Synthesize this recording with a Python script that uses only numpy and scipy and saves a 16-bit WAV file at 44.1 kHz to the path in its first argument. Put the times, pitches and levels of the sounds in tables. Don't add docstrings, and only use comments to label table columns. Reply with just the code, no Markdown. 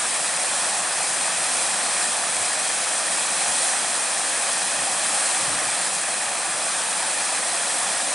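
import sys
import numpy as np
from scipy import signal
from scipy.fft import rfft, irfft, next_fast_len
from scipy.io import wavfile
from scipy.ndimage import uniform_filter1d, map_coordinates

SR = 44100
rng = np.random.default_rng(int(sys.argv[2]) if len(sys.argv) > 2 else 0)


def transcribe(signal):
    frames = np.atleast_2d(signal).T
    limited = np.clip(frames, -1, 1)
    pcm = np.round(limited * 32767).astype(np.int16)
    wavfile.write(sys.argv[1], SR, pcm)


N = 358974


def amp(db):
    return 10 ** (np.asarray(db) / 20)


def unit(x):
    return x / np.sqrt(np.mean(x ** 2) + 1e-20)


def colour(points, hz):
    point_hz, db = np.transpose(points)
    return amp(np.interp(np.log(hz + 1), np.log(point_hz + 1), db))


def swell(peak_s, half_width_s):
    return np.exp(-((np.arange(N) / SR - peak_s) / half_width_s) ** 2)


def wobble(rate_hz):
    knots = rng.standard_normal(int(N * rate_hz / SR) + 4)
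    return map_coordinates(knots, [np.arange(N) * rate_hz / SR])


def filtered(x, response):
    padded = next_fast_len(N + SR // 2)
    hz = np.fft.rfftfreq(padded, 1 / SR)
    return irfft(rfft(x, padded) * response(hz), padded)[..., :N]


def breeze(apart=0.47, stir_db=-65.0, lull_db=15, swing_db=6.0):
    # peak_s, level_db, half_width_s
    puffs = [(2.407, -46, 0.034), (3.49, -46.5, 0.027), (4.82, -50, 0.044), (5.428, -44, 0.023),
             (5.497, -41, 0.031), (5.552, -39, .02), (5.66, -46, 0.054)]
    # frequency_hz, relative_db
    buffet = [(20, -26), (60, -8), (110, -1.5), (180, -2.5), (300, -4), (700, -38), (2000, -120)]
    puffing = sum(amp(db) * swell(s, half_width) for s, db, half_width in puffs)
    lull = swell(peak_s=3.4, half_width_s=1.2)
    stir = amp(stir_db - lull_db * lull + swing_db * wobble(rate_hz=12.0))
    air = rng.standard_normal(N) + apart * rng.standard_normal((2, N))
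    return np.hypot(puffing, stir) * unit(filtered(air, lambda hz: colour(buffet, hz)))


def wash():
    # frequency_hz, relative_db
    walls = [(25, -30), (110, -14), (210, -7), (390, -7), (530, 2.5), (1050, 3.5), (2000, 0.9),
             (3800, -0.5), (5600, 0), (7200, 2.5), (8500, 1.5), (10900, -4.5)]
    return unit(filtered(rng.standard_normal((2, N)), lambda hz: colour(walls, hz)))


def recess(hz):
    # centre_hz, width_hz, lift_db
    resonances = [(180, 36, 5), (745, 270, 5), (1212, 330, 7), (1870, 410, 5.5), (2493, 220, 3),
                  (3860, 170, 1)]
    return amp(sum(db / (1 + (2 * (hz - centre) / width) ** 2) for centre, width, db in resonances))


def at_microphone(hz, bounce=0.23, dull_hz=7000, delay_s=0.001212):
    # frequency_hz, relative_db
    direct = [(25, -40.4), (65, -30), (140, -19), (170, -15.5), (330, -8), (420, -12.5), (520, -4.5),
              (1000, -8), (1900, -8), (3000, -8), (6900, -7.5), (8000, -1.7), (9300, 0.0), (10900, -9)]
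    echo = bounce / (1 + (hz / dull_hz) ** 4) * np.exp(-2j * np.pi * hz * delay_s)
    return colour(direct, hz) * recess(hz) * (1 + echo)


def churn_share(hz, split_hz=2800):
    return 1 / (1 + (hz / split_hz) ** 8)


def rush(patchy_db):
    spectra = signal.stft(rng.standard_normal(N), nperseg=512)[2]
    patches = uniform_filter1d(rng.standard_normal(spectra.shape), size=7, axis=0)
    patches = uniform_filter1d(patches, size=12, axis=1)
    return unit(signal.istft(spectra * amp(patchy_db * unit(patches)), nperseg=512)[1][:N])


def bubbles(count, low_hz, high_hz, cycles, rise, spread_db):
    when, pitch, loudness = rng.random((count, 3)).T[:, :, None]
    hz = low_hz * (high_hz / low_hz) ** pitch
    offsets = np.arange(SR // 30)
    age = hz * offsets / SR / cycles
    envelope = np.exp(-2 * age) * (1 - np.exp(-20 * age))
    ring = np.sin(2 * np.pi * cycles * age * (1 + rise * age / 2)) * envelope
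    strength = hz * amp(spread_db * loudness)
    samples = (when * N).astype(int) + offsets
    return unit(np.bincount(samples.ravel(), (strength * ring).ravel(), N)[:N])


def impacts(count, spread_db):
    when, size, sign = rng.random((count, 3)).T
    strength = amp(spread_db * size ** 2) * np.sign(sign - .5)
    return unit(np.bincount((when * N).astype(int), strength, N))


def churn(slaps, bubble_db=-15, slap_db=-15):
    gurgle = bubbles(count=3300, low_hz=478.6, high_hz=2827, cycles=12.0, rise=0.056, spread_db=8.0)
    source = rush(patchy_db=0.5) + amp(bubble_db) * gurgle + amp(slap_db) * slaps
    return unit(filtered(source, lambda hz: at_microphone(hz) * np.sqrt(churn_share(hz))))


def spray(slaps, drop_db=-4, slap_db=-20, flutter_db=0.4, drift_db=0.34):
    foam = rush(patchy_db=0.86)
    drops = impacts(count=50000, spread_db=5.5)
    source = foam + amp(drop_db) * drops + amp(slap_db) * slaps
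    hiss = filtered(source, lambda hz: at_microphone(hz) * np.sqrt(1 - churn_share(hz)))
    return unit(hiss) * amp(flutter_db * wobble(rate_hz=55) + drift_db * wobble(rate_hz=5))


def flow_gains(even_churn_db=-29, even_spray_db=-23.0, churn_follows=0.34):
    # time_s, flow_change_db
    spill = [(5.65, 0), (6.25, -2), (7.2, -0.5)]
    # peak_s, churn_lift_db, spray_lift_db, half_width_s
    surges = [(1.75, 0.7, 0.7, .45), (3.6, 0.5, 2.1, .18), (5.3, 1.2, 0.8, .3)]
    flow_db = np.interp(np.arange(N) / SR, *np.transpose(spill))
    churn_lift_db = sum(db * swell(s, half_width) for s, db, _, half_width in surges)
    spray_lift_db = sum(db * swell(s, half_width) for s, _, db, half_width in surges)
    churn_db = even_churn_db + churn_follows * flow_db + churn_lift_db
    spray_db = even_spray_db + flow_db + spray_lift_db
    return amp(churn_db), amp(spray_db)


def scene(wash_db=-12.5, churn_pan_db=0.13):
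    churn_gain, spray_gain = flow_gains()
    slaps = impacts(count=400, spread_db=13.0)
    deep = churn_gain * churn(slaps) * amp(churn_pan_db * np.array([[1], [-1]]))
    bright = spray_gain * spray(slaps)
    fall_gain = uniform_filter1d(np.hypot(churn_gain, spray_gain), size=SR // 2)
    around = amp(wash_db) * fall_gain * wash()
    return deep + bright + around + breeze()


def record(dry, top_hz=11020):
    return filtered(dry, lambda hz: hz < top_hz)


dry = scene()
out = record(dry)
transcribe(out)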